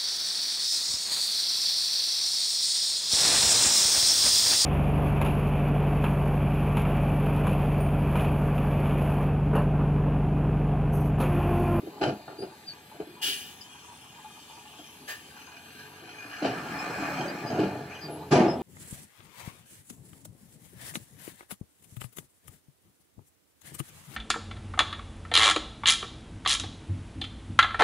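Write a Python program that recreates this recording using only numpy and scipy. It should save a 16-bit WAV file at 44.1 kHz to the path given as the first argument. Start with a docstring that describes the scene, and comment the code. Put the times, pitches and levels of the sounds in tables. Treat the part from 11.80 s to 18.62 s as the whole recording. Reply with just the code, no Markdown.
"""Tipper truck dumping stony fill

Heard on an open site, in stereo: lumps thud and clang on the raised steel bed as filtered flurries of contacts,
stones clack on the heap to the left as wavering notes, and filtered noise makes two air-brake blasts and a leak.
The firing pulses of the diesel speed up, then the rest of the load slides out as showers of grains and the
tailgate slams. Thin gliding squeals come and go above it, over a faint bed of distant site noise."""
import sys
import numpy as np
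from scipy import signal
from scipy.fft import rfft, irfft, next_fast_len
from scipy.io import wavfile
from scipy.ndimage import map_coordinates

SR = 44100
rng = np.random.default_rng(int(sys.argv[2]) if len(sys.argv) > 2 else 0)


def output_pcm(signal):
    """Save a mono or channel-first signal as 16-bit PCM at the path in sys.argv[1].

    Samples are clipped to [-1, 1] before scaling.
    """
    pcm = np.clip(np.atleast_2d(signal).T, -1, 1) * 32767
    wavfile.write(sys.argv[1], SR, np.round(pcm).astype(np.int16))


N = 300762

T = np.arange(N) / SR  # time [s]
SIZE = next_fast_len(N + SR // 2)  # transform length, with room for tails
HZ = np.maximum(np.arange(SIZE // 2 + 1) * SR / SIZE, 1)  # frequency of each bin [Hz]
TOP_HZ = 15750  # the microphone hears nothing much above this
MID_ONLY = np.array([[1], [0]])  # places a sound in mid, with no side


def undb(db):
    """Decibels to gain."""
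    return 10 ** (np.asarray(db) / 20)


def unit(x):
    """Scale to rms 1."""
    return x / np.sqrt(np.mean(x ** 2) + 1e-18)


def curves(rows):
    """Each column of a time table, interpolated sample by sample."""
    s, *columns = np.transpose(rows)
    return [np.interp(T, s, column) for column in columns]


def colour(points):
    """Frequency response through (frequency [Hz], level [dB]) points."""
    hz, db = np.transpose(points)
    return undb(np.interp(np.log(HZ), np.log(hz), db))


def resonances(modes):
    """Frequency response of damped modes of alternating sign."""
    response = 0
    for k, (hz, width, db) in enumerate(modes):
        detuning = (HZ ** 2 - hz ** 2) / (HZ * width)
        response = response + (-1) ** k * undb(db) / (1 + 1j * detuning)
    return response


def peaks(modes):
    """Steep-sided resonances with dark valleys between them."""
    return sum(undb(db) / (1 + ((HZ ** 2 - hz ** 2) / (HZ * width)) ** 2) for hz, width, db in modes)


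def band(low_hz, high_hz):
    """Frequency response with steep skirts below and above."""
    return 1 / np.sqrt((1 + (low_hz / HZ) ** 8) * (1 + (HZ / high_hz) ** 8))


def through(x, response):
    """Filter x; white input keeps its power, so only the shape of the response matters."""
    power = np.mean(abs(response) ** 2)
    return irfft(rfft(x, SIZE) * response / np.sqrt(power), SIZE)[..., :N]


def noise():
    """Unrelated white noise for mid and side."""
    return rng.standard_normal((2, N))


def walk(rate):
    """Random drift in straight segments, rate new values a second, spread near 1."""
    return np.interp(T * rate, np.arange(8192), rng.standard_normal(8192))


def grains(rate, scatter_db):
    """Stone contacts of uneven size, rate a second, simultaneous in mid and side but of unrelated sign."""
    spread = np.clip(rng.standard_normal(N), -2, 2)
    sizes = (rng.random(N) < rate / SR) * undb(scatter_db * spread)
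    return unit(sizes * np.sign(noise()))


def burst(t, rise, fade, hold=0):
    """Envelope that climbs from t = 0, holds and dies away."""
    return np.clip(t / rise, 0, 1) * np.exp(-np.clip((t - rise - hold) / fade, 0, 20))


def after(s):
    """The half second after s: its samples and their times from zero."""
    span = slice(int(s * SR), int(s * SR) + SR // 2)
    return span, T[:len(T[span])]


def mottle(x, depth_db, rate, per_octave=7):
    """Neighbouring bands of x swell and sink independently, about rate times a second."""
    hz, s, cells = signal.stft(x, SR, nperseg=1024)
    place = np.meshgrid(per_octave * np.log2(1 + hz / 400), s * rate, indexing="ij")
    drift = map_coordinates(rng.standard_normal((192, 256)), place, order=1, mode="mirror")
    return signal.istft(cells * unit(undb(depth_db * drift)), SR)[1][..., :N]


# spectrum of the distant site: (frequency [Hz], relative level [dB])
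SITE = [(18, -53), (30, -37), (86, -2.5), (244, 2), (565, -12.5), (929, 1), (1180, -62), (1940, -14),
        (3730, -9.5), (6290, -21), (9570, -15.5), (10600, -21), (12100, -14.5), (13500, -20), (15800, -28)]


def site():
    """Far machines and moving air: noise that gently swells and wanders in colour."""
    swell_db = 1.0 * walk(6)
    air = through(noise() * undb(-55.0 + swell_db), colour(SITE))
    return mottle(mottle(air, 3, rate=14, per_octave=16), 2.5, rate=4, per_octave=5)


# the diesel: (time [s], firing rate [Hz], exhaust level [dB])
DIESEL = [(0, 38.43, -65.5), (3.6, 37.72, -64.5), (4.1, 50.08, -57), (4.5, 55.52, -61), (5.4, 58.16, -72),
          (5.8, 51.7, -38.5), (6.2, 43.87, -52.5), (6.82, 40.2, -40.5)]
# resonances of the engine block: (frequency [Hz], width [Hz], relative level [dB])
BLOCK = [(830, 330, -7.5), (1577, 230, 7.5), (2458, 156, 4.5), (2896, 130, -2), (3150, 150, -6),
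         (4210, 140, 0), (4900, 200, -7), (5700, 350, -11), (6380, 420, -10.5)]
IDLE_KNOCK_DB, KNOCK_DB_PER_HZ = -65, 0.9983  # combustion knock grows with speed
KNOCK_FLUTTER_DB = 3.5  # the knock swells and sinks irregularly
# a flare of knock as the throttle opens
THROTTLE_S, THROTTLE_DB, THROTTLE_RISE_S, THROTTLE_FADE_S = 3.54, -48, 0.065, 0.13


def diesel():
    """The cylinders fire in turn: a thump in the exhaust and a knock in the block."""
    hz, exhaust_db = curves(DIESEL)
    flare = undb(THROTTLE_DB) * burst(T - THROTTLE_S, THROTTLE_RISE_S, THROTTLE_FADE_S)
    speed_db = KNOCK_DB_PER_HZ * (hz - hz[0])
    effort = undb(IDLE_KNOCK_DB + speed_db + KNOCK_FLUTTER_DB * walk(17)) + flare
    unsteady_hz = hz * (1 + 0.01005 * walk(10) + 0.0376 * walk(50))
    cycles = np.cumsum(unsteady_hz) / SR
    firing = cycles.astype(int)  # number of the current firing
    # alternate firings are stronger and weaker, and each differs a little
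    strength = undb((-1) ** firing + rng.standard_normal(firing[-1] + 1)[firing])
    pulses = unit(np.diff(firing, prepend=0) * strength)
    knock = unit(noise() * strength * (np.exp(-(cycles % 1) / .5) + 0.39))
    pipe = resonances([(73.0, 14.0, 2.5), (151, 36, -2.5), (288, 44, -6.5), (425.3, 13.7, 3.5)])
    exhaust = through(pulses * undb(exhaust_db), pipe * band(80, 690))
    clatter = mottle(through(knock * effort, peaks(BLOCK)), 5, rate=13, per_octave=12)
    return exhaust * MID_ONLY + clatter


# the main pour, before its gains below: (time [s], rumble level [dB], gravel hiss level [dB])
SLIDE = [(4.35, -72, -63.5), (4.59, -65, -54), (4.76, -36.5, -49.5), (5.0, -39, -46.5), (5.32, -33, -44.5),
         (5.51, -36, -50), (5.85, -34.5, -54.5), (6.04, -43.5, -59), (6.28, -48.5, -60),
         (6.421, -44.5, -79)]
POUR_RUMBLE_DB, POUR_HISS_DB, POUR_FADE_S = -1.5, 9.5, 0.29  # gains; the pour starts and stops this softly
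DRIBBLE_DB, DRIBBLE_HISS_DB = -64, -62  # stones dribble off the bed all the time
SPILL_DB, SPILL_HOLD_S, SPILL_FADE_S = -50, 0.34, 0.53  # an opening spill dies away
SHAKE_DB, SHAKE_RISE_S, SHAKE_FADE_S = -32.5, 0.1, 0.37  # the slam shakes the last stones in the bed


def flow():
    """Strength of rumble and hiss: both dribble and pour; the opening spill and the slam's shake only rumble."""
    rumble_db, hiss_db = curves(SLIDE)
    outside = abs(T - np.clip(T, SLIDE[0][0], SLIDE[-1][0]))  # seconds before or after the pour
    pour = np.exp(-outside / POUR_FADE_S)
    spill = undb(SPILL_DB) * np.exp(-np.maximum(T - SPILL_HOLD_S, 0) / SPILL_FADE_S)
    shake = undb(SHAKE_DB) * burst(T - SLAMS[0][0], SHAKE_RISE_S, SHAKE_FADE_S)
    moving = spill + pour * undb(rumble_db + POUR_RUMBLE_DB) + shake
    rumble = np.hypot(undb(DRIBBLE_DB), moving)
    hiss = np.hypot(undb(DRIBBLE_HISS_DB), pour * undb(hiss_db + POUR_HISS_DB))
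    return rumble, hiss


# spectra of coarse stones, of fines, and of air leaking (also used for dust): (frequency [Hz], relative level [dB])
RUMBLE = [(29, -54), (50, -72), (69, -16.5), (141, 3.5), (190, 1.5), (319, 4), (386, -4.5), (425, 0.5),
          (514, -8.5), (631, 1), (733, -2), (796, -2.5), (963, -2.5), (1130, -18), (1300, -11), (1690, -64),
          (2860, -120)]
GRAVEL = [(530, -10.5), (900, -6.5), (1150, -1.5), (1680, -0.5), (1950, -9), (2200, -7), (2510, -6.5),
          (2790, -18), (3400, -31), (4210, -16), (4570, -24), (5320, -15.5), (6060, -30), (7850, -24),
          (9820, -34), (15000, -32)]
LEAK = [(1180, -48), (2000, -33), (2220, -30), (2480, 7), (3540, 6), (4460, -31), (5260, 4), (6150, -8),
        (6530, -4), (9880, -8), (10800, -9.5), (13400, -9), (15800, -18)]
# pebbles rattling on bare steel: (frequency [Hz], width [Hz], relative level [dB])
RATTLE = [(730, 200, 9), (940, 620, 2), (1707, 170, 7), (2455, 230, -0.5), (4250, 140, -9.5)]
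DUST_DB = -20  # finest dust against the hiss strength


def slide():
    """Coarse stones rumble down the steel, pebbles rattle on it and the fines and dust hiss over it."""
    rumble, hiss = flow()
    coarse = mottle(grains(700, scatter_db=3.5) * rumble, 4.5, rate=20)
    pebbles = grains(600, scatter_db=4) * hiss * undb(1.5 * walk(30) + 1.2 * walk(10))
    fines = grains(4000, scatter_db=2) * hiss
    dust = through(noise() * hiss * undb(DUST_DB), colour(LEAK))
    rattle = undb(-4.5) * through(pebbles, peaks(RATTLE))
    gravel = rattle + undb(-2.5) * through(fines, colour(GRAVEL))
    clumps = mottle(gravel, 3.2, rate=26, per_octave=14)
    return through(coarse, colour(RUMBLE)) + clumps + dust


CLOD_DB, CLOD_RING_S = -7.5, 0.0096  # smallest clod against the flow's rumble; fade of its note


def clods():
    """Small clods tumble at random in the flow, each knocking one short note out of the bed."""
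    out, (rumble, _) = np.zeros(N), flow()
    for when, size, pitch in rng.random((110, 3)):
        span, t = after(when * T[-1])
        hz = 180 * 2 ** (2.3 * pitch)
        force = rumble[span.start] * undb(CLOD_DB + 11.0 * size)
        out[span] += force * burst(t, 0.0023, CLOD_RING_S) * np.sin(2 * np.pi * hz * t)
    return out * MID_ONLY


# the loudest stones landing on the heap: (time [s], level [dB], pitch [Hz], fade [s])
CLACKS = [(0.128, -46, 1033, 0.021), (.165, -43, 817, 0.033), (.405, -43, 883, 0.011),
          (.555, -51, 950, .015), (.715, -41, 910, 0.012), (1.113, -42, 902, 0.0071),
          (1.366, -42.5, 1002, 0.019), (1.405, -42, 872, 0.018), (1.795, -49, 1000, 0.023),
          (1.944, -50, 960, 0.035), (2.078, -43.5, 960, .025), (2.112, -44, 915, 0.025),
          (2.29, -56, 1010, 0.065), (2.357, -43, 940, 0.018), (2.383, -42, 1020, 0.011),
          (2.443, -37.5, 845, .018), (2.505, -54, 923, 0.0076), (2.574, -42, 915, 0.017),
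          (2.695, -39, 925, 0.034), (2.766, -39.5, 960, .02), (2.85, -51.5, 870, 0.056),
          (2.93, -56, 1090, 0.051), (2.992, -45, 755, 0.0096), (3.125, -51, 930, 0.016),
          (3.672, -44, 1012, 0.029), (3.74, -48.5, 687, 0.03), (4.115, -48, 984, 0.02),
          (4.28, -49, 716, 0.02), (4.37, -53, 860, 0.019), (6.357, -36, 913, .02), (6.398, -36, 872, 0.011),
          (6.423, -35, 885, 0.025)]
CLACK_RISE_S, CLACK_WAVER_HZ = 0.0051, 21.2  # the note builds and wavers as the stone rolls
SKITTER_DB = -9.5  # loose contacts against the note
HEAP_LEFT = 0.14  # the heap lies to the left: its side signal as a share of mid


def heap():
    """Stones knock with one hollow, wavering note and skitter on; smaller ones trickle between them."""
    out, waver = np.zeros((2, N)), CLACK_WAVER_HZ * walk(90)
    skitter = through(grains(1300, scatter_db=-0.5), peaks([(894, 370, 0)]))
    for s, db, hz, fade in CLACKS:
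        span, t = after(s)
        force = undb(db) * burst(t, CLACK_RISE_S, fade)
        out[0, span] += force * np.sin(2 * np.pi * np.cumsum(hz + waver[span]) / SR)
        out[:, span] += force * undb(SKITTER_DB) * skitter[:, span]
    small = through(grains(160, scatter_db=5.0), peaks([(970, 330, 0)]))
    trickle = mottle(small, 5, rate=16, per_octave=12)
    mid, side = out + undb(-61.0) * trickle
    return np.array([mid, side + HEAP_LEFT * mid])


CLANG_FROM_HZ = 512  # the steel booms below this and clangs above


def blows(rows, contacts, body, crack, note_db):
    """Each blow is a flurry of contacts: the body booms and clangs, the edge cracks, the panel sounds a note."""
    push, strike, edge, notes = np.zeros((4, N))  # the first three gather power
    for s, db, rise, fade, clang_db, crack_db, note_hz in rows:
        span, t = after(s)
        force = undb(db) * burst(t, rise, fade)
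        push[span] += force ** 2
        strike[span] += (force * undb(clang_db)) ** 2
        edge[span] += (force * undb(crack_db)) ** 2
        notes[span] += force * undb(note_db) * np.sqrt(2) * np.sin(2 * np.pi * note_hz * t)
    boom = through(contacts * np.sqrt(push), body * band(1, CLANG_FROM_HZ))
    clang = through(contacts * np.sqrt(strike), body * band(CLANG_FROM_HZ, TOP_HZ))
    cracks = through(contacts * np.sqrt(edge), colour(crack))
    return boom + clang + cracks + notes * MID_ONLY


# lumps hitting the bed: (time [s], level [dB], fade [s], panel note [Hz], clang against boom [dB])
LUMPS = [(0.031, -46, 0.12, 405, -25), (.066, -32.5, 0.0082, 337, -39), (.209, -29.5, 0.01, 837, 1.5),
         (.224, -26.5, 0.016, 805, 2.5), (.255, -27, 0.0066, 615, -7.5), (0.268, -28.5, 0.027, 137, -5),
         (.286, -33.5, 0.031, 710, -1), (.32, -33.5, 0.024, 208, -16), (.478, -47.5, 0.049, 790, 8.5),
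         (0.502, -46.5, .02, 363, 1), (0.588, -37, 0.031, 360, -24), (.62, -35.5, 0.032, 383.4, -5.5),
         (1.145, -52.5, 0.034, 702, 1), (1.199, -36, 0.022, 432, -5.5), (1.27, -43.5, 0.026, 350, -33),
         (1.333, -52, 0.054, 345, -26), (1.441, -49.5, 0.027, 367, -14), (1.477, -43.5, 0.035, 402, -20),
         (2.991, -50.5, 0.032, 294, -8), (3.21, -52.5, 0.032, 253, -29), (4.22, -53, 0.07, 330, -6),
         (4.451, -53, 0.079, 292, -9), (4.618, -29, 0.034, 306, -2), (4.641, -29.5, 0.045, 268.5, 2.5),
         (4.694, -38.5, 0.047, 127, -16), (5.07, -44, 0.033, 264, -24), (5.173, -44, 0.028, 680, -2),
         (5.27, -38, 0.012, 637, -6), (5.391, -38.5, 0.11, 350, -4.5), (5.646, -40, 0.035, 703, -4),
         (5.7, -39.5, 0.19, 720, 4), (5.745, -35, 0.072, 308, -2), (5.781, -26.5, 0.047, 319, -7),
         (5.825, -27.5, 0.045, 193, -9), (5.93, -40.5, 0.051, 120, -4), (6.005, -42.5, 0.033, 141, -14),
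         (6.241, -42.5, 0.18, 149, -31), (6.281, -41.5, 0.086, 307, -3)]
# resonances of the loaded steel bed: (frequency [Hz], width [Hz], relative level [dB])
BED = [(156, 190, -3), (303, 41, 5.5), (390, 108, 1), (670, 112, 3.5), (823, 140, -4), (1414, 280, -9.5)]
# spectrum of a lump's crack: (frequency [Hz], relative level [dB])
CRACK = [(560, -14), (950, -11), (1350, -24), (1610, -1.5), (1890, -23.5), (2390, -7), (3050, -5),
         (3360, -20.5), (4020, -11), (5080, -15.5), (5530, -16), (6150, -27), (9600, -33), (11400, -46),
         (12000, -43), (15600, -64), (22000, -120)]
NOTE_DB = -1  # panel note against the boom
HEAVY_DB = -23  # level of a heavy lump, for which the next settings hold
RISE_S, RISE_PER_DB = 0.022, 0.12  # it crushes this long, lighter ones less (exponent per dB)
CRACK_DB, CRACK_SLOPE = -4.5, 0.88  # its crack against its clang; dB more crack per dB of blow


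def lumps():
    """Lumps hit the damped, loaded bed: earth thuds, rock clangs; heavier ones crush longer and crack harder."""
    rows = []
    for s, db, fade, hz, clang_db in LUMPS:
        weight_db = db - HEAVY_DB
        rise = RISE_S * np.exp(RISE_PER_DB * weight_db)
        crack_db = clang_db + CRACK_DB + CRACK_SLOPE * weight_db
        rows.append((s, db, rise, fade, clang_db, crack_db, hz))
    return blows(rows, grains(3000, scatter_db=2.0), peaks(BED), CRACK, NOTE_DB)


# squeals: (time [s], length [s], level [dB], middle pitch [Hz], glide [octaves],
# bend of the ends [octaves], roughness [0-1], octave overtone against the note [dB])
SQUEALS = [(0.568, 0.1, -50, 4780, 0.091, 0.0039, 0.1, -11),
           (0.855, 0.093, -44.5, 4540, -0.14, .04, 0.1, -28),
           (1.805, 0.028, -43, 4970, -0.055, 0.0059, 0.23, -28),
           (4.981, 0.041, -36, 5217, -0.02, -0.036, 0.07, -37),
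           (5.475, 0.03, -43.5, 4760, .03, 0.0045, 0.1, -30),
           (5.616, 0.072, -61, 5090, 0.024, -0.0051, .05, -30),
           (5.653, 0.074, -44, 4944, -0.0025, 0.016, 0.18, -36),
           (6.101, 0.047, -43.5, 2500, 0.41, -0.0089, 0.5, -25),
           (6.133, 0.063, -48, 2835, -0.005, -0.052, 0.67, -11.5),
           (6.198, 0.09, -44.5, 4760, -0.16, 0.0091, 0.18, -37),
           (6.283, 0.127, -52.5, 11050, 0.051, 0, 0.1, -38),
           (6.663, 0.094, -38, 5217, -0.049, -0.025, 0.06, -28)]
SQUEAL_WAVER = 0.12  # pitch spread of a fully rough squeal, as a share of its pitch
SQUEAL_PEAK_SHARE = 0.39  # a squeal is loudest this far through its length
SQUEAL_ECHO_DB, SQUEAL_ECHO_S = -9, 0.019  # scattered echoes that blur each squeal


def squeals():
    """Short curved glides with a faint octave, blurred by echoes; the rough ones waver more in pitch."""
    out, waver = np.zeros(N), SQUEAL_WAVER * walk(920)
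    for s, length, db, middle_hz, glide, bend, rough, octave_db in SQUEALS:
        span = (T > s) & (T < s + length)
        u = (T[span] - s) / length  # 0 to 1 through the squeal
        octaves = glide * (u - .5) + bend * (2 * u - 1) ** 2
        hz = middle_hz * 2 ** octaves * (1 + rough * waver[span])
        swell = np.sin(np.pi * np.interp(u, [0, SQUEAL_PEAK_SHARE, 1], [0, .5, 1])) ** 2
        phase = 2 * np.pi * np.cumsum(hz) / SR
        tone = np.sin(phase) + undb(octave_db) * np.sin(2 * phase)
        out[span] += undb(db) * np.sqrt(2) * swell * tone
    echoes = through(out, rfft(noise() * np.exp(-T / SQUEAL_ECHO_S), SIZE))
    return out * np.array([[1], [.3]]) + undb(SQUEAL_ECHO_DB) * echoes


# air valves: (time [s], level [dB], rise [s], hold [s], fade [s],
# port whistle against the jet [dB], chuff [Hz], chuff against the jet [dB])
VENTS = [(1.413, -32.5, 0.021, 0.042, 0.1, 0, 1650, -12.5),
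         (3.274, -41.5, 0.01, 0.029, 0.041, -29, 1745, 0.5)]
# spectrum of the blast: (frequency [Hz], relative level [dB])
AIR = [(820, -56), (1400, -17), (1650, -11), (2040, -8), (2160, -18), (2300, -4), (2570, -1.5), (2960, 0),
       (4180, -7.5), (4960, -5), (7990, -12), (9880, -8.5), (10600, -11), (12600, -12), (15800, -10.5)]
# resonances of the valve port, then of the bleeding air line: (frequency [Hz], width [Hz], relative level [dB])
PORT = [(2860, 22, -3), (2906, 150, -3.5), (2980, 27, -23), (3094, 100, -4), (3220, 25, -11),
        (3360, 160, -9), (3720, 110, -11.5), (5210, 120, -10.5), (9900, 90, -10)]
LINE = [(2360, 200, 2), (2820, 190, -3.5), (3170, 290, 6), (3640, 180, 3), (4350, 140, -37), (5380, 130, 0),
        (6100, 260, 6), (7080, 240, 3), (8000, 330, -12), (8980, 380, 0.5), (10100, 260, 0)]
LINE_DB = -1  # the line's resonances against its plain hiss
# the air line bleeds from the first blast on
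LEAK_DB, LEAK_RISE_S, LEAK_HOLD_S, LEAK_FADE_S = -59, 0.067, 1.5, 0.93


def air_brakes():
    """Two blasts of air chuff and whistle in the valve ports; the line bleeds on through unsteady resonances."""
    jet, whistle, chuffs = 0, 0, 0
    for s, db, rise, hold, fade, whistle_db, chuff_hz, chuff_db in VENTS:
        puff = undb(db) * burst(T - s, rise, fade, hold)
        jet = jet + puff
        whistle = whistle + puff * undb(whistle_db) * burst(T - s, rise, 0.23, hold)
        chuff_modes = [(chuff_hz, 220, 0), (850, 900, -11)]
        chuffs = chuffs + through(noise() * puff * undb(chuff_db), peaks(chuff_modes))
    turbulence = undb(1.0 * walk(70))
    sputter_db = 1.6 * walk(45) + 1.0 * walk(20)
    leak_shape = burst(T - VENTS[0][0], LEAK_RISE_S, LEAK_FADE_S, LEAK_HOLD_S)
    leak = undb(LEAK_DB + sputter_db) * leak_shape
    hiss = through(noise() * jet * turbulence, colour(AIR))
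    blast = mottle(hiss + through(noise() * whistle, peaks(PORT)), 3.2, rate=24, per_octave=26)
    plain = through(noise() * leak, colour(LEAK))
    ringing = through(noise() * leak * undb(LINE_DB), peaks(LINE))
    bleed = mottle(plain + ringing, 5, rate=13, per_octave=24)
    return blast + chuffs + bleed


# tailgate slam and rebounds: (time [s], level [dB], panel note [Hz])
SLAMS = [(6.508, -16, 147.8), (6.546, -17, 627), (6.584, -17.5, 203), (6.64, -23, 323), (6.676, -28, 253),
         (6.788, -37, 790)]
# resonances of the empty bed and tailgate: (frequency [Hz], width [Hz], relative level [dB])
GATE = [(139, 23, -1.5), (202, 39, -1.5), (249.5, 17, 4), (331, 41, 6.5), (384, 106, -0.5), (482, 8.5, -11),
        (586, 12, -7), (628, 15, 2), (684, 73, 0), (766, 3.7, 5), (796, 250, -2), (920, 6.9, 4),
        (946, 61, -9), (1100, 6.9, -20)]
# spectrum of bare steel cracking on steel: (frequency [Hz], relative level [dB])
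GATE_CRACK = [(560, -5.5), (950, -4.5), (1350, -11), (1610, 1.5), (1890, -13), (2400, -7.5), (3050, -11.5),
              (3400, -15), (4100, -12.5), (5500, -11.5), (6300, -17), (8000, -24.5), (9600, -27),
              (12000, -44), (15600, -60), (22000, -120)]
SLAM_RISE_S, SLAM_FADE_S = 0.014, 0.054
SLAM_NOTE_DB, SLAM_CLANG_DB = -7, -9  # panel note and upper modes against the boom
SLAM_CRACK_DB, REBOUND_DULLS_DB = -10.5, 7.5  # crack of the first contact; each rebound is duller by this much


def tailgate():
    """The gate chatters on the empty bed, whose panels ring freely; steel cracks brightly, each rebound duller."""
    rows = []
    for k, (s, db, hz) in enumerate(SLAMS):
        crack_db = SLAM_CRACK_DB - k * REBOUND_DULLS_DB
        rows.append((s, db, SLAM_RISE_S, SLAM_FADE_S, SLAM_CLANG_DB, crack_db, hz))
    body = resonances(GATE) * band(75, 3600)
    return blows(rows, grains(7000, scatter_db=1.5), body, GATE_CRACK, SLAM_NOTE_DB)


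def reflections(x, wet_db, fade):
    """Chassis, bed and ground return a quick spray of echoes that ripples the treble."""
    spray = rng.standard_normal((2, SR // 8)) * np.exp(-T[:SR // 8] / fade)
    spray /= np.sqrt(np.sum(spray[0] ** 2))
    echoes = undb(wet_db) * band(674, 21000)
    response = (1 + echoes * rfft(spray, SIZE)) / np.sqrt(1 + echoes ** 2)
    return irfft(rfft(x, SIZE) * response, SIZE)[:, :N]


# stereo width: (frequency [Hz], gain on the side signal [dB])
WIDTH = [(60, -17.5), (250, -21), (550, -6), (850, -15), (1200, 1.5), (1600, -4), (2200, 5), (3000, -5),
         (4500, 1), (15000, 0)]


def scene():
    """All sources at the stereo microphone: the bass nearly alike on both sides, the treble wide and a little left."""
    opening = site() + diesel() + slide() + clods() + heap() + lumps()
    dry = opening + squeals() + air_brakes() + tailgate()
    mid, side = reflections(dry, wet_db=-5, fade=.012)
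    # sound reaches the right slightly earlier; the pouring load lies more nearly straight ahead
    off_axis = np.interp(T, [4.4, 4.7], [1, .3])
    lean = .18 - .85j * np.sin(2 * np.pi * HZ * 0.000393)  # louder on the left, later there
    direct = lean * rfft(mid * off_axis, SIZE)
    side = irfft(colour(WIDTH) * (direct + 0.74 * rfft(side, SIZE)), SIZE)[:N]
    return np.array([mid + side, mid - side])


def record(dry):
    """The microphone sheds the deep bass and cuts the top."""
    thin = signal.sosfilt(signal.butter(4, 58, "high", fs=SR, output="sos"), dry)
    return signal.sosfilt(signal.ellip(10, .2, 80, TOP_HZ, fs=SR, output="sos"), thin)


dry = scene()
out = record(dry)
output_pcm(out)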